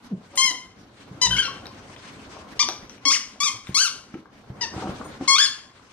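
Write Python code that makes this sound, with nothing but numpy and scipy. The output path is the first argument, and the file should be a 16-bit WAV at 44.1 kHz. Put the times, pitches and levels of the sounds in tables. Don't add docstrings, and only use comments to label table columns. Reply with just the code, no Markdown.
import sys
import numpy as np
from scipy import signal
from scipy.fft import rfft, irfft
from scipy.io import wavfile
from scipy.ndimage import uniform_filter1d

SR = 44100
rng = np.random.default_rng(int(sys.argv[2]) if len(sys.argv) > 2 else 0)


def generate_wav(sig):
    pcm = np.round(np.clip(np.atleast_2d(sig).T, -1, 1) * 32767).astype(np.int16)
    wavfile.write(sys.argv[1], SR, pcm)


N = 261072
TIME = np.arange(N) / SR
CUTOFF_HZ = 16400

# (time [s], shuffle level [dB], gnawing level [dB])
MOVEMENT = [(0, -58.5, -64.5), (.33, -51, -55), (.55, -54.5, -62), (1, -55.5, -62.5), (1.3, -39.5, -47),
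            (1.7, -45.5, -51), (2.15, -48, -51.5), (2.45, -43.5, -46.5), (2.9, -50.5, -57.5),
            (3.3, -55.5, -52), (3.9, -56, -50.5), (4.402, -54, -65), (4.72, -42.5, -46.5),
            (4.899, -38, -47.5), (5.1, -42.5, -48.5), (5.35, -54, -46.5), (5.92, -57, -57)]


def from_db(db):
    return 10 ** (np.asarray(db) / 20)


def rms_one(x):
    return x / np.sqrt(np.mean(x ** 2) + 1e-20)


def at_hz(points, hz):
    point_hz, values = np.transpose(points)
    return np.interp(np.log(hz), np.log(point_hz), values)


def drift(rate_hz, size=N):
    pole = np.exp(-80 * np.pi * rate_hz / SR)
    white = rng.standard_normal(size // 40 + 2002)
    slow = signal.lfilter([1], [1, -2 * pole, pole ** 2], white)[2000:]
    slow *= (1 - pole ** 2) ** 1.5 / np.sqrt(1 + pole ** 2)
    return np.interp(np.arange(size) / 40, np.arange(len(slow)), slow)


def ring(kick, hz, t60):
    pole, angle = from_db(-60 / (t60 * SR)), 2 * np.pi * hz / SR
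    return signal.lfilter([0, np.sin(angle)], [1, -2 * pole * np.cos(angle), pole ** 2], kick + 1e-18)


def band(x, low_hz, high_hz, order):
    return signal.sosfilt(signal.butter(order, [low_hz, high_hz], "band", fs=SR, output="sos"), x)


def add(track, start_s, sound):
    i = round(start_s * SR)
    track[..., i:i + sound.shape[-1]] += sound[..., :N - i]


def stereo_bands(size):
    # (frequency [Hz], likeness [ratio])
    likeness = [(60, 1), (240, 0.89), (950, 0.45), (3770, -0.38), (15000, -0.37)]
    edges, white = 25 * 2 ** np.arange(0, 9.6, .5), rng.standard_normal((2, 2, size))
    for k, (low, high) in enumerate(zip(edges, edges[1:])):
        mid, side = band(white[k % 2], low, high, order=3)
        hz = np.sqrt(low * high)
        alike = np.clip(at_hz(likeness, hz), 0, 1)
        yield hz, np.sqrt(1 + alike) * mid + np.sqrt(1 - alike) * side * [[1], [-1]]


def swelling_noise(spectrum, swell_db, rate_hz):
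    together = drift(rate_hz)
    return rms_one(sum(from_db(at_hz(spectrum, hz) + swell_db * (together + .5 * drift(rate_hz))) * noise
                       for hz, noise in stereo_bands(N)))


def house():
    # (frequency [Hz], relative density [dB])
    colour = [(25, 6), (110, -14), (280, 6), (400, -18.5), (1030, -12.5), (6000, -23), (9300, -39.5),
              (10600, -32.5), (12400, -68)]
    hum = from_db(-64 + 4.7 * drift(1.3)) * np.sin(2 * np.pi * 116.5 * TIME)
    return from_db(-52.5) * swelling_noise(colour, swell_db=-5.5, rate_hz=7.5) + hum


def fur_shuffle():
    # (frequency [Hz], relative density [dB])
    colour = [(40, -10.5), (100, 0), (150, -5.5), (250, -4), (540, -7), (1260, -15), (1500, -15.5),
              (4000, -47)]
    times, level_db, _ = np.transpose(MOVEMENT)
    return from_db(np.interp(TIME, times, level_db)) * swelling_noise(colour, swell_db=2, rate_hz=21.5)


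def gnawing():
    # (frequency [Hz], relative density [dB])
    colour = [(600, -50), (1000, 2), (3200, -2.5), (6000, -8), (10000, -18), (13000, -81)]
    times, _, level_db = np.transpose(MOVEMENT)
    rustle = from_db([[1.5], [-1.5]]) * swelling_noise(colour, swell_db=3.8, rate_hz=9)
    tube = rms_one(ring(rng.standard_normal(N), hz=1055, t60=0.058))
    wheeze = tube * from_db(-12 + 5 * drift(28))
    return from_db(np.interp(TIME, times, level_db)) * (rustle + pan_left(wheeze, pan_db=10))


def grunts():
    # (time [s], length [s], start pitch [Hz], end pitch [Hz], level [dB],
    # relative 2nd harmonic [dB], relative 3rd harmonic [dB], swell shape [exponent])
    calls = [(0.109, 0.04, 268, 130, -22.5, -17.5, -28, 0.98),
             (1.25, 0.13, 59.6, 58.6, -32.5, -1.5, -4.5, 0.61),
             (3.051, 0.039, 294, 272, -29.5, -14.5, -33.5, 1.1),
             (5.198, 0.048, 253.8, 283, -29, -15.5, -28, 0.77)]
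    out = np.zeros(N)
    for s, length, start_hz, end_hz, level_db, second_db, third_db, shape in calls:
        along = np.linspace(0, 1, round(length * SR))
        phase = 2 * np.pi * np.cumsum(start_hz + (end_hz - start_hz) * along) / SR
        overtones = from_db(second_db) * np.cos(2 * phase) + from_db(third_db) * np.sin(3 * phase)
        add(out, s, from_db(level_db) * np.sin(np.pi * along) ** shape * (np.sin(phase) + overtones))
    return out


def thuds():
    # (peak time [s], level [dB], pitch [Hz], relative scuff [dB])
    blows = [(.342, -44, 566, -3), (.515, -40, 289, -2.5), (1.115, -28, 146, -41), (1.175, -40.5, 293, -36),
             (2.69, -36, 362, 0), (3.548, -41.5, 110, -11), (3.694, -19.5, 150, -36),
             (4.142, -24.5, 222, -13.5), (4.155, -25, 310, -29), (4.503, -24.5, 124, -27.5),
             (4.583, -48.5, 206, -5), (4.765, -21, 148, -14), (4.78, -27.5, 315, -5.5),
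             (4.825, -40, 306, 5.5), (4.844, -25, 240, -10), (4.858, -21.5, 227, -8),
             (4.873, -21, 343, -4.5), (4.894, -17, 217, -13), (5.005, -31, 262, -22),
             (5.014, -33, 236, -7.5), (5.031, -37, 278, -10), (5.211, -21.5, 236, -12),
             (5.225, -22, 278, -25)]
    # (frequency [Hz], t60 [s])
    scrape_modes = [(470, 0.0083), (830, 0.018), (1290, 0.019)]
    lead_s, medium_width_s, medium_db = 0.04, 0.004, -24.5
    out, age = np.zeros(N), np.arange(SR // 5) / SR - lead_s
    for s, level_db, hz, scuff_db in blows:
        width = medium_width_s * from_db(0.82 * (medium_db - level_db))
        swell = np.where(age < 0, np.exp(-(age / (0.46 * width)) ** 2), np.exp(-age / width))
        note = swell * np.cos(2 * np.pi * hz * age)
        drag = np.where(age < 0, swell, np.exp(-age / (1.14 * width)))
        grit = band(rng.standard_normal(len(age)), 280, 1240, order=4)
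        scuff = rms_one(sum(ring(grit, mode_hz, t60) for mode_hz, t60 in scrape_modes))
        add(out, s - lead_s, from_db(level_db) * (note + drag * from_db(scuff_db) * scuff))
    return out


def ticks():
    # (time [s], level [dB],
    # ring pitch [Hz], decay [s])
    contacts = [(0.356, -28.5, 9400, 0.0017), (1.656, -30.5, 3930, 0.0021), (1.667, -28.5, 5200, 0.0017),
                (1.9618, -36, 3500, 0.0033), (2.363, -34, 1130, 0.0077), (2.6877, -12, 5750, 0.00065),
                (2.8957, -27.5, 6100, 0.0012), (2.979, -41, 2850, 0.0015), (3.358, -39.5, 1300, 0.0028),
                (3.67, -30, 3560, 0.00097), (3.686, -37.5, 2200, 0.002), (4.142, -37, 2740, 0.0022),
                (4.255, -37.5, 1500, 0.0027), (5.011, -23.5, 1290, 0.0037), (5.795, -42, 1240, 0.0019)]
    out, age = np.zeros(N), np.arange(SR // 20) / SR
    for s, level_db, hz, decay in contacts:
        envelope = np.exp(-age / decay) * (1 - np.exp(-age / (0.26 * decay)))
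        burst = rng.standard_normal(len(age)) * envelope
        crack = band(burst, hz / 8.9, min(hz * 1.31, CUTOFF_HZ), order=2)
        tick = crack + 0.43 * ring(crack, hz, t60=0.0032)
        add(out, s, from_db(level_db) * tick / np.abs(tick).max())
    return out


def collar_tag():
    # (time [s], level [dB])
    touches = [(.357, -53), (3.675, -67), (5.042, -67)]
    # (frequency [Hz], relative level [dB], t60 [s])
    modes = [(6820, 3, .15), (8800, 3, .2), (13100, -5, .08), (14200, -14, .06)]
    out = np.zeros(N)
    for hz, mode_db, t60 in modes:
        clicks = np.zeros(N)
        for s, level_db in touches:
            clicks[round(s * SR)] = from_db(level_db + mode_db + rng.normal(0, 3))
        out += ring(clicks, hz, t60)
    return out


def squeaker():
    # (time-ordered rows of level [dB], attack [s], final fade [dB], tilt [dB/octave],
    # fundamental boost [dB], hollow of the bitten toy [Hz], its lift [dB], relative air leak [dB],
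    # pitch curve as (time [s], pitch [Hz]))
    squeaks = [ (-19, 0.0035, 14.8, 2, 1, 2300, 4, -26, [(0.374, 1055), (0.41, 1048), (0.44, 1070),
               (0.48, 1023), (0.513, 964)]), (-17.5, 0.0052, 10.6, 1.5, 3, 3690, 8.2, -15, [(1.214, 1019),
               (1.24, 1004), (1.264, 982), (1.272, 900)]),
               (-23, 0.0057, 15, -9.5, -2.5, 3100, 11.6, -19, [(1.306, 1535), (1.35, 1542), (1.365, 1440),
               (1.379, 1600)]), (-26.5, .004, 8, -0.5, -13, 2640, 19, -6, [(1.363, 1054), (1.38, 1138)]),
               (-20, 0.002, 25, -8, -3, 3200, 12.2, -16, [(1.383, 1578), (1.398, 1577), (1.42, 1520)]),
               (-30.5, .004, 7, -11, -3.5, 4800, 19, -4, [(1.422, 1517), (1.435, 1437), (1.478, 1334)]),
               (-33, 0.0044, 12, -17, -9, 1100, 9, -25, [(1.478, 1080), (1.497, 1137)]),
               (-17, 0.0034, 10.5, -1.5, -4, 5300, 8.7, -16, [(2.593, 1004), (2.602, 1161), (2.615, 1212),
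               (2.626, 1153), (2.633, 960)]), (-18.5, 0.0012, 12.3, 0, 0, 5090, 8.5, -22.5, [(3.053, 1106),
               (3.1, 1077), (3.115, 1304), (3.13, 1967), (3.143, 3104), (3.155, 2083), (3.172, 1145)]),
               (-22.5, 0.0036, 1.7, 2, 2.5, 6800, 1.7, -16, [(3.402, 1141), (3.425, 1136), (3.447, 1297),
               (3.465, 1144), (3.487, 1043)]), (-19, 0.0044, 13.2, 4.5, 4, 4360, 4.9, -23, [(3.745, 1084),
               (3.765, 1106), (3.78, 1309), (3.8, 1482), (3.825, 1608), (3.85, 1425), (3.868, 1317),
               (3.882, 1070)]), (-26, 0.0075, 13.6, -3, -5.5, 4950, 11, -7.5, [(4.609, 1007), (4.635, 935),
               (4.653, 880)]), (-15, 0.0061, 8.5, 1.5, 7, 3980, 8.8, -21.5, [(5.277, 1082), (5.34, 1087),
               (5.355, 1132), (5.372, 1270)]),
               (-17.5, .005, 9.6, -3, -7.5, 4050, 12.5, -15.5, [(5.38, 1382), (5.391, 1550), (5.416, 1746),
               (5.433, 1695), (5.446, 1749), (5.46, 1502), (5.468, 1360)]), ]
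    # (frequency [Hz], gain [dB])
    mouth = [(530, -38), (900, -2.5), (2150, -2.5), (3260, -1.5), (3890, -3.5), (4490, -3.5), (5500, 0),
             (6650, -3), (7770, -13), (10700, -22.5), (13400, -46), (15500, -69)]
    rest_hz, shadow_from_s, shadow_hz = 1054, 4.4, 9800
    out = np.zeros(N)
    for level_db, attack, fade_db, bright_db, first_db, hollow_hz, lift_db, air_db, bite in squeaks:
        times, bite_hz = np.transpose(sorted(bite))
        t = np.arange(times[0] - .001, times[-1] + 0.0039, 1 / SR)
        size = len(t)
        scoop = 1 - 0.254 * np.exp((t[0] - t) / 0.00157)
        pitch = uniform_filter1d(np.interp(t, times, bite_hz), size=220) * scoop
        strain = np.clip(pitch / rest_hz - 1, 0, .5)
        faded_db = fade_db * np.linspace(0, 1, size) ** 4.03
        tilt_db = bright_db + 4 * strain - 0.12 * faded_db
        flutter = (.001 + .02 * strain) * drift(200, size)
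        phase = 2 * np.pi * np.cumsum(pitch * (1 + flutter)) / SR
        shadowed = times[0] > shadow_from_s
        tone, power = 0, 1e-12
        for k in range(1, 16):
            hz = k * pitch
            colour_db = at_hz(mouth, hz) + tilt_db * np.log2(hz / 3000) + first_db * (k == 1)
            hollow_db = lift_db * np.exp(-(np.log2(hz / hollow_hz) / .27) ** 2)
            waver_db = 2.5 * drift(35, size) + 8 * strain * drift(90, size)
            shadow_db = shadowed * 27 * np.maximum(np.log2(hz / shadow_hz), 0)
            leak_db = 3 * strain * max(k - 4, 0)
            gain = from_db(colour_db + hollow_db + waver_db - shadow_db - leak_db) * (hz < CUTOFF_HZ)
            tone += gain * np.cos(k * phase + .3 * k * k)
            power += gain ** 2 / 2
        hiss = band(rng.standard_normal(size), 1600, 6150, order=4) * from_db(air_db + 9.4 * strain)
        rasp = band(rng.standard_normal(size), 8100, 11150, order=4) * from_db(-16) * np.sqrt(2 * strain)
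        gate = np.clip(np.minimum((t - t[0]) / max(attack, .002), (t[-1] - t) / .0035), 0, 1)
        add(out, t[0], gate * from_db(level_db - faded_db) * (tone / np.sqrt(power) + hiss + rasp))
    return out


def pan_left(x, pan_db):
    hz, right_lag_s = np.fft.rfftfreq(N, 1 / SR), 7e-5
    lean = from_db(pan_db / 2 * hz ** 2 / (hz ** 2 + 450 ** 2))
    delay = np.exp(-2j * np.pi * hz * right_lag_s)
    spectrum = rfft(x)
    return np.array([irfft(spectrum * lean, N), irfft(spectrum / lean * delay, N)])


def room(x):
    # (frequency [Hz], t60 [s])
    decay = [(200, 0.22), (1300, 0.47), (3500, 0.41), (9000, 0.39)]
    age = np.arange(SR // 2) / SR
    tail = sum(noise * from_db(-60 * age / at_hz(decay, hz)) for hz, noise in stereo_bands(len(age)))
    early_lift = from_db(5 * np.exp(-age / .03))
    tail *= np.clip(age / 0.0045, 0, 1) * early_lift
    return signal.fftconvolve(x[None], tail / np.sqrt(np.sum(tail ** 2) / 2), axes=1)[:, :N]


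def scene():
    toy, bumps, clicks, tag = squeaker(), thuds() + grunts(), ticks(), collar_tag()
    direct = pan_left(toy + clicks, pan_db=8) + pan_left(bumps, pan_db=2.5) + tag
    send = from_db(-2.5) * toy + from_db(-1) * bumps + from_db(-1.5) * clicks + from_db(16.5) * tag
    reverb = room(send)
    corner = pan_left(reverb[0], pan_db=2)
    return direct + 0.56 * corner + 0.5 * reverb + fur_shuffle() + gnawing() + house()


def record(dry):
    thinned = signal.sosfilt(signal.butter(2, 50, "high", fs=SR, output="sos"), dry)
    return signal.sosfilt(signal.cheby2(12, 70, CUTOFF_HZ, fs=SR, output="sos"), thinned)


dry = scene()
out = record(dry)
generate_wav(out)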